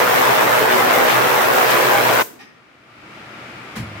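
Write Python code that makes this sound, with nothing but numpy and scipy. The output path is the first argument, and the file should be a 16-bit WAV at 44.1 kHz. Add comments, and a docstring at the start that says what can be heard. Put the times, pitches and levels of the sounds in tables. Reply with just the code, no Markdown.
"""A buzzing roar comes first: bubble clouds collapse in an ultrasonic cleaning tank, in step with the
drive's frequency sweep, under a fizz of tiny bubbles that pulses with the mains. The drive cuts out,
the bath sloshes, a relay clacks, and automatic gain control slowly lifts the workshop's fans and hum.
Near the end a pump kicks in with a spit of hiss and a low thump through the tank wall."""
import sys
import numpy as np
from scipy import signal
from scipy.fft import rfft, irfft, next_fast_len
from scipy.io import wavfile
from scipy.ndimage import uniform_filter1d, minimum_filter1d, map_coordinates

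SR = 44100
rng = np.random.default_rng(int(sys.argv[2]) if len(sys.argv) > 2 else 0)


def store_pcm(level_fs):
    """Save levels as 16-bit WAV."""
    pcm = np.round(np.clip(level_fs, -1, 1) * 32767).astype(np.int16)
    wavfile.write(sys.argv[1], SR, np.atleast_2d(pcm).T)


N = 176400
SWEEP_HZ, MAINS_HZ = 62.55, 120  # the drive's sweep rate; twice the line frequency
STOP_S, RELAY_S, PUMP_S = 2.22, 2.388, 3.753


# Spectrum of the collapses: (frequency [Hz], relative density [dB])
ROAR_SPECTRUM = [(18, -67), (30, -51), (85, -20), (114, -16), (153, -14.5), (243, -12), (281, -10.5),
                 (367, -5), (404, -4), (491, -1.5), (528, -2), (970, -3.5), (1740, -6.5), (4710, -23),
                 (10000, -35.5), (13000, -43), (22000, -120)]
# Left-right likeness of the tank: (frequency [Hz], coherence [0-1])
TANK_COHERENCE = [(60, 0.54), (125, 0.42), (250, 0.16), (500, 0.01), (10000, 0.01)]
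# Brief swells in the upper range of the roar: (time [s], half length [s], lift [dB])
UPPER_SURGES = [(.9, .02, 3), (1.112, 0.054, 2.5), (1.7, 0.029, 3.5)]

def roar(mains):
    """Cavitation: collapsing bubble clouds emit pressure pulses; the upper range swells now and then."""
    cloud = collapses(per_s=12000, size_db=2) * amp(0.76 * mains + 0.14 * wobble(25.7))
    pulses = filtered(cloud, lambda hz: sweep_comb(hz) * wall_dispersion(hz))
    sound = boiling(spread(pulses, ROAR_SPECTRUM, TANK_COHERENCE))
    upper = filtered(sound, lambda hz: hz ** 4 / (hz ** 4 + 2050 ** 4))
    lift_db = sum(db * np.exp(-((clock() - s) / half) ** 2) for s, half, db in UPPER_SURGES)
    surge_db = 0.7 * wobble(16.1) + 0.69 * treble_db() + lift_db
    return amp(-15.5) * (sound + upper * (amp(surge_db) - 1))


# Share returning one sweep later: (frequency [Hz], feedback [ratio])
FULL_SWEEP_RETURN = [(100, 0.47), (400, 0.33), (1000, 0.27), (1700, 0.39), (2500, 0.14), (4000, 0.037)]
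# Share returning half a sweep later: (frequency [Hz], feedback [ratio])
HALF_SWEEP_RETURN = [(120, 0.22), (450, 0.14), (900, 0.056), (2000, .01)]

def sweep_comb(hz):
    """Comb filtering: collapses that recur with the sweep reinforce harmonics of its rate."""
    half_delay = np.exp(-1j * np.pi * hz / SWEEP_HZ)
    full = np.clip(along(FULL_SWEEP_RETURN, hz), 0, .6)
    half = np.clip(along(HALF_SWEEP_RETURN, hz), 0, .35)
    return np.sqrt(1 - full ** 2 - half ** 2) / (1 - full * half_delay ** 2 - half * half_delay)


def wall_dispersion(hz):
    """Dispersion: low bending waves travel more slowly in steel, smearing each collapse."""
    delay_at_1khz_s = .0014
    return np.exp(-4j * np.pi * delay_at_1khz_s * np.sqrt(1000 * hz))


# Swells of the clouds: (frequency [Hz], rms depth [dB])
SWELL_DEPTH = [(150, .5), (450, 1.64), (1200, 1.67), (3000, 1.5), (6000, 1.5)]

def boiling(x):
    """Random modulation: bubble clouds of each size swell and fade in their own band."""
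    hz, _, bands = signal.stft(x, SR, nperseg=1024)
    swells = rng.standard_normal(bands.shape[1:])
    swells = uniform_filter1d(swells, size=4, axis=0)
    swells = uniform_filter1d(swells, size=4, axis=1)
    gain = amp(along(SWELL_DEPTH, hz)[:, None] * unit(swells))
    return unit(signal.istft(bands * gain, SR, nperseg=1024)[1][:, :N])


# Spectrum of the tiny bubbles: (frequency [Hz], relative density [dB])
FIZZ_SPECTRUM = [(2500, -17), (4600, -10), (5200, -3.5), (8000, -4.5), (10200, -7), (11500, -2.5),
                 (13000, 1), (15800, 0.5)]

def fizz(mains):
    """Modulated shot noise: tiny bubbles crackle, swelling each mains half-cycle and twice a sweep."""
    passes = np.sin(4 * np.pi * SWEEP_HZ * clock())
    flurries = unit(filtered(wobble(1800), flurry_comb))
    swell_db = 2 * mains + 1.5 * passes + 2.5 * flurries
    spray = collapses(per_s=22000, size_db=3.5) * amp(swell_db)
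    hiss = unit(filtered(spray, lambda hz: amp(along(FIZZ_SPECTRUM, hz))))
    return hiss * amp(-27.5 + treble_db() + 0.59 * wobble(30.0))


def flurry_comb(hz):
    """Delayed feedback: the pattern of flurries repeats with the sweep and slowly changes."""
    half_delay = np.exp(-1j * np.pi * hz / SWEEP_HZ)
    return 1 / (1 - .6 * half_delay ** 2 - .2 * half_delay)


# The treble about its mean: (time [s], level [dB])
TREBLE_CONTOUR = [(0.0, 1), (0.05, -1.5), (0.13, 0.5), (0.63, -1.5), (0.68, -3.8), (0.72, 0.5), (0.92, -2),
                  (0.94, 2), (1.02, -0.5), (1.41, 0.3), (1.49, -1), (1.52, 1), (2.06, -0.5), (2.2, 1.2)]

def treble_db():
    """Common modulation: the fizz and the top of the roar rise and fall together."""
    return np.interp(clock(), *np.transpose(TREBLE_CONTOUR))


# Single large bubbles: (time [s], frequency [Hz], level before the tank's gain [dB])
BUBBLE_NOTES = [(.605, 440, -17.5), (.83, 256, -33), (.975, 794, -17), (1.04, 437, -22), (1.93, 809, -16.5)]

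def big_bubbles():
    """Bubble resonance: a few large bubbles ring briefly as damped oscillators."""
    return sum(amp(db) * burst(s, attack=0.01, t60=0.26) * tone(hz, waver=1.0)
               for s, hz, db in BUBBLE_NOTES)


# The tank's lean: (frequency [Hz], left minus right [dB])
TANK_LEAN = [(100, -1), (1500, 0.1), (4700, 0.6), (5100, 4), (6500, 4), (8000, -1), (9500, 2),
             (11000, -4.5), (12500, 0), (14000, 5), (15500, -3)]

def tank():
    """Free decay: roar and transformer buzz die as the drive stops; the tiniest bubbles last longer."""
    mains = np.sin(2 * np.pi * MAINS_HZ * clock())
    buzz = amp(-46.5) * tone(MAINS_HZ, waver=0.093) * amp(0.63 * wobble(9.3))
    body = decay(STOP_S, t60=0.04) * (roar(mains) + big_bubbles() + buzz)
    hiss = decay(STOP_S, t60=0.15) * fizz(mains)
    return amp(16) * panned(body + hiss, TANK_LEAN)


# Modes of the steel walls: (frequency [Hz], bandwidth [Hz], gain [dB])
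WALL_MODES = [(462, 6, -18), (504, 6, -19), (713, 2.5, -7), (860, 3.6, -17), (1017, 9, -3),
              (1330, 3.6, -24), (1730, 4.4, -21)]

def walls(bath):
    """Forced vibration: the bath drives the tank's walls at their resonances."""
    return resonate(bath, WALL_MODES)


# Snap of the contacts: (frequency [Hz], relative density [dB])
SNAP_SPECTRUM = [(1000, -20), (6500, 0), (9000, 0), (15000, -7)]
# Modes of the housing: (frequency [Hz], bandwidth [Hz], relative level [dB])
HOUSING_MODES = [(800, 62, 6), (1210, 70, 2), (1870, 430, -1), (2460, 350, 2), (3031, 360, -2),
                 (3811, 500, -6), (4900, 250, -5), (5930, 350, -10)]
# Modes of the frame: (frequency [Hz], bandwidth [Hz], relative level [dB])
FRAME_MODES = [(1696, 15, 4), (1857, 14, 8), (2410, 16, 0), (5040, 40, -7), (5792, 32, -8)]

def relay():
    """Impact excitation: a clack across the room, blurred by echoes; the steel frame rings on."""
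    snap = amp(-15) * spread(noise(), SNAP_SPECTRUM, TANK_COHERENCE)
    clack = burst(RELAY_S, attack=0.02, t60=0.29) * (ringing(HOUSING_MODES) + snap)
    frame = burst(RELAY_S, attack=0.02, t60=0.52) * ringing(FRAME_MODES)
    return amp(-20.5) * clack + amp(-27) * frame


# Spit of hiss: (frequency [Hz], relative density [dB])
SPIT_SPECTRUM = [(40, -25), (300, 5), (800, 4), (2000, 5), (4500, -4), (8000, -8.5), (10200, -11),
                 (14000, -14), (16000, -17)]
# Modes of the pipe: (frequency [Hz], bandwidth [Hz], relative level [dB])
PIPE_MODES = [(4260, 77, 0), (5130, 91, 0), (7400, 130, -4), (9770, 57, -4), (10200, 120, -4),
              (12700, 70, -9)]
# The wall's answer to the kick: (frequency [Hz], level [dB], t60 [s], delay [s])
THUMP_MODES = [(216, -20.5, 0.097, .012), (121.3, -26, 0.26, 0.026), (240, -31.5, 0.11, 0.062)]
# Hum of the running pump: (frequency [Hz], level [dB])
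PUMP_TONES = [(104, -38), (200, -48)]
# Moving water: (frequency [Hz], relative density [dB])
CHURN_SPECTRUM = [(30, -24), (80, 7), (200, 5), (330, -4), (700, -30), (2000, -60)]

def pump():
    """Transient and steady state: a spit rings the pipe, the wall thumps, then the pump hums and churns."""
    hiss = spread(noise(), SPIT_SPECTRUM, SHOP_COHERENCE)
    spit = amp(-18.5) * burst(PUMP_S, attack=0.026, t60=0.17) * hiss
    pipe = amp(-40) * burst(PUMP_S, attack=0.026, t60=.38) * ringing(PIPE_MODES)
    thump = sum(amp(db) * burst(PUMP_S + delay, attack=.006, t60=t60) * tone(hz, waver=0.46)
                for hz, db, t60, delay in THUMP_MODES)
    running = np.clip((clock() - PUMP_S) / 0.19, 0, 1)
    hum = sum(amp(db) * tone(hz, waver=0.65) for hz, db in PUMP_TONES)
    gulp = amp(-25.5) * burst(PUMP_S + 0.033, attack=0.011, t60=0.28)  # the water lurches
    water = (gulp + amp(-42.5) * running) * spread(noise(), CHURN_SPECTRUM, SHOP_COHERENCE)
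    return spit + pipe + thump + running * hum + water


# Resonances of the slosh: (frequency [Hz], bandwidth [Hz], relative level [dB])
SLOSH_MODES = [(250, 58, 1.5), (440, 120, -5)]
# Soft plops: (time [s], frequency [Hz], level [dB])
PLOP_NOTES = [(2.33, 329, -25), (2.432, 207, -28)]

def settling_bath():
    """Damped oscillation: the bath settles with a low slosh and two plops."""
    slosh = amp(-29.5) * burst(STOP_S, attack=.02, t60=1.6) * ringing(SLOSH_MODES)
    return slosh + sum(amp(db) * burst(s, attack=0.005, t60=0.073) * tone(hz, waver=.3)
                       for s, hz, db in PLOP_NOTES)


# Reverberation time: (frequency [Hz], t60 [s])
ROOM_T60 = [(150, 0.38), (1000, 0.63), (5000, 0.49), (14000, 0.29)]
# Strength of the reverberation: (frequency [Hz], gain [dB])
ROOM_GAIN = [(100, -10.5), (1000, -23.5), (2500, -21.5), (5000, -13.5), (8500, -3.5), (13000, -4)]

def room(x):
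    """Reverberation: diffuse reflections decay exponentially, each frequency at its own rate."""
    hz, t, bands = signal.stft(rng.standard_normal((2, SR // 2)), SR, nperseg=256)
    t60 = along(ROOM_T60, hz)[:, None]
    tail = signal.istft(bands * np.exp(-np.log(1000) * t / t60) / np.sqrt(t60), SR, nperseg=256)[1]
    wet = signal.fftconvolve(x, tail / np.linalg.norm(tail[0]), axes=1)[:, :N]
    return filtered(wet, lambda f: amp(along(ROOM_GAIN, f)))


# Fan noise: (frequency [Hz], relative density [dB])
FAN_SPECTRUM = [(18, -44), (30, -30), (64, -12.5), (114, -5.5), (225, -3), (270, -6), (307, -1), (410, -8),
                (673, -5.5), (921, -8), (1360, -7), (2360, -7), (3680, -17.5), (5170, -24), (15500, -41)]
# Left-right likeness of the workshop: (frequency [Hz], coherence [0-1])
SHOP_COHERENCE = [(80, 0.92), (300, 1), (800, 0.39), (3000, 0)]
# Modes of the steel panels: (frequency [Hz], bandwidth [Hz], relative level [dB])
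PANEL_MODES = [(223, 12, -6), (318, 30, -6), (676, 14, -4), (1192, 42, 3), (1374, 87, 2), (2310, 180, -6),
               (5000, 450, -18)]
# Lean of fans and panels: (frequency [Hz], left minus right [dB])
SHOP_LEAN = [(100, 0), (900, 1), (1400, 3.5), (2400, 3), (5000, 2), (12000, 0.5)]

def workshop():
    """Broadband excitation: fan noise stirs steel panels into faint ringing, over mains hum."""
    air = amp(-36.5) * spread(noise(), FAN_SPECTRUM, SHOP_COHERENCE) * amp(0.51 * wobble(11))
    panels = amp(-43.5) * ringing(PANEL_MODES)
    return panned(air + panels, SHOP_LEAN) + amp(-52) * tone(MAINS_HZ, waver=0.19)


def amp(db):
    """Decibels to amplitude ratio."""
    return 10 ** (np.asarray(db) / 20)


def unit(x):
    """Normalisation to rms 1."""
    return x / np.sqrt(np.mean(x ** 2) + 1e-20)


def clock():
    """Sample times in seconds."""
    return np.arange(N) / SR


def along(points, hz):
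    """Interpolation on a log frequency axis."""
    f, values = np.transpose(points)
    return np.interp(np.log(hz + 1), np.log(f + 1), values)


def wobble(rate):
    """A smooth random curve, rate knots a second."""
    return map_coordinates(rng.standard_normal(int(N * rate / SR) + 4), [np.arange(N) * rate / SR])


def noise():
    """Two uncorrelated white noises."""
    return rng.standard_normal((2, N))


def collapses(per_s, size_db):
    """Shot noise: random clicks of uneven size, a stream for each side."""
    return unit((rng.random((2, N)) < per_s / SR) * noise() * amp(size_db * noise()))


def tone(hz, waver):
    """Phase modulation: a sine of rms 1 wandering by about waver radians."""
    return np.sqrt(2) * np.sin(2 * np.pi * hz * clock() + waver * wobble(10))


def decay(start, t60):
    """Exponential decay: 1 until start, then down 60 dB every t60 seconds."""
    return np.exp(-np.log(1000) * np.maximum(clock() - start, 0) / t60)


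def burst(start, attack, t60):
    """Exponential rise and decay, times in seconds."""
    age = np.maximum(clock() - start, 0)
    return (1 - np.exp(-age / attack)) * decay(start, t60)


def filtered(x, response):
    """Linear filtering by a complex frequency response."""
    size = next_fast_len(N + SR // 2)
    return irfft(rfft(x, size) * response(np.fft.rfftfreq(size, 1 / SR)), size)[..., :N]


def resonate(x, modes):
    """Modal summation: x through parallel resonators of alternating sign."""
    return filtered(x, lambda f: sum(
        (-1) ** k * amp(db) * 1j * f * width / (centre ** 2 - f ** 2 + 1j * f * width)
        for k, (centre, width, db) in enumerate(modes)))


def ringing(modes):
    """Noise-driven resonances, stereo at rms 1."""
    return unit(resonate(noise(), modes))


def spread(pair, spectrum, coherence):
    """Partial coherence: two unrelated signals coloured and mixed to stereo at rms 1."""
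    def mid_side_gains(hz):
        angle = np.arccos(np.clip(along(coherence, hz), -1, 1)) / 2
        return amp(along(spectrum, hz)) * [np.cos(angle), np.sin(angle)]
    mid, side = filtered(pair, mid_side_gains)
    return unit(np.array([mid + side, mid - side]))


def panned(x, lean):
    """Level difference: each frequency leans to its side."""
    return filtered(x, lambda hz: amp(along(lean, hz) * np.array([[.5], [-.5]])))


def scene():
    """Superposition: the tank with its walls and room, the later sounds and the workshop."""
    bath = tank()
    return bath + walls(bath) + room(bath) + relay() + settling_bath() + workshop() + pump()


def record(dry):
    """Automatic gain control ducks, holds and recovers; peaks are rounded and the band is limited."""
    limit_db, hold_s, release_s = -12.5, 0.59, 0.22
    ceiling, top_hz = .93, 15800
    power = np.abs(uniform_filter1d(np.mean(dry ** 2, axis=0), size=4410))
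    needed_db = np.minimum(limit_db - 10 * np.log10(power + 1e-12), 0)
    half_hold = int(hold_s * SR / 2)
    held_db = minimum_filter1d(needed_db, 2 * half_hold + 1, origin=half_hold)
    pole = np.exp(-1 / (release_s * SR))
    eased_db = signal.lfilter([1 - pole], [1, -pole], held_db - held_db[0]) + held_db[0]
    ducked = dry * amp(np.minimum(held_db, eased_db))
    rounded = ducked / (1 + (ducked / ceiling) ** 6) ** (1 / 6)
    return filtered(rounded, lambda hz: 1 / np.sqrt(1 + (hz / top_hz) ** 300))


dry = scene()
out = record(dry)
store_pcm(out)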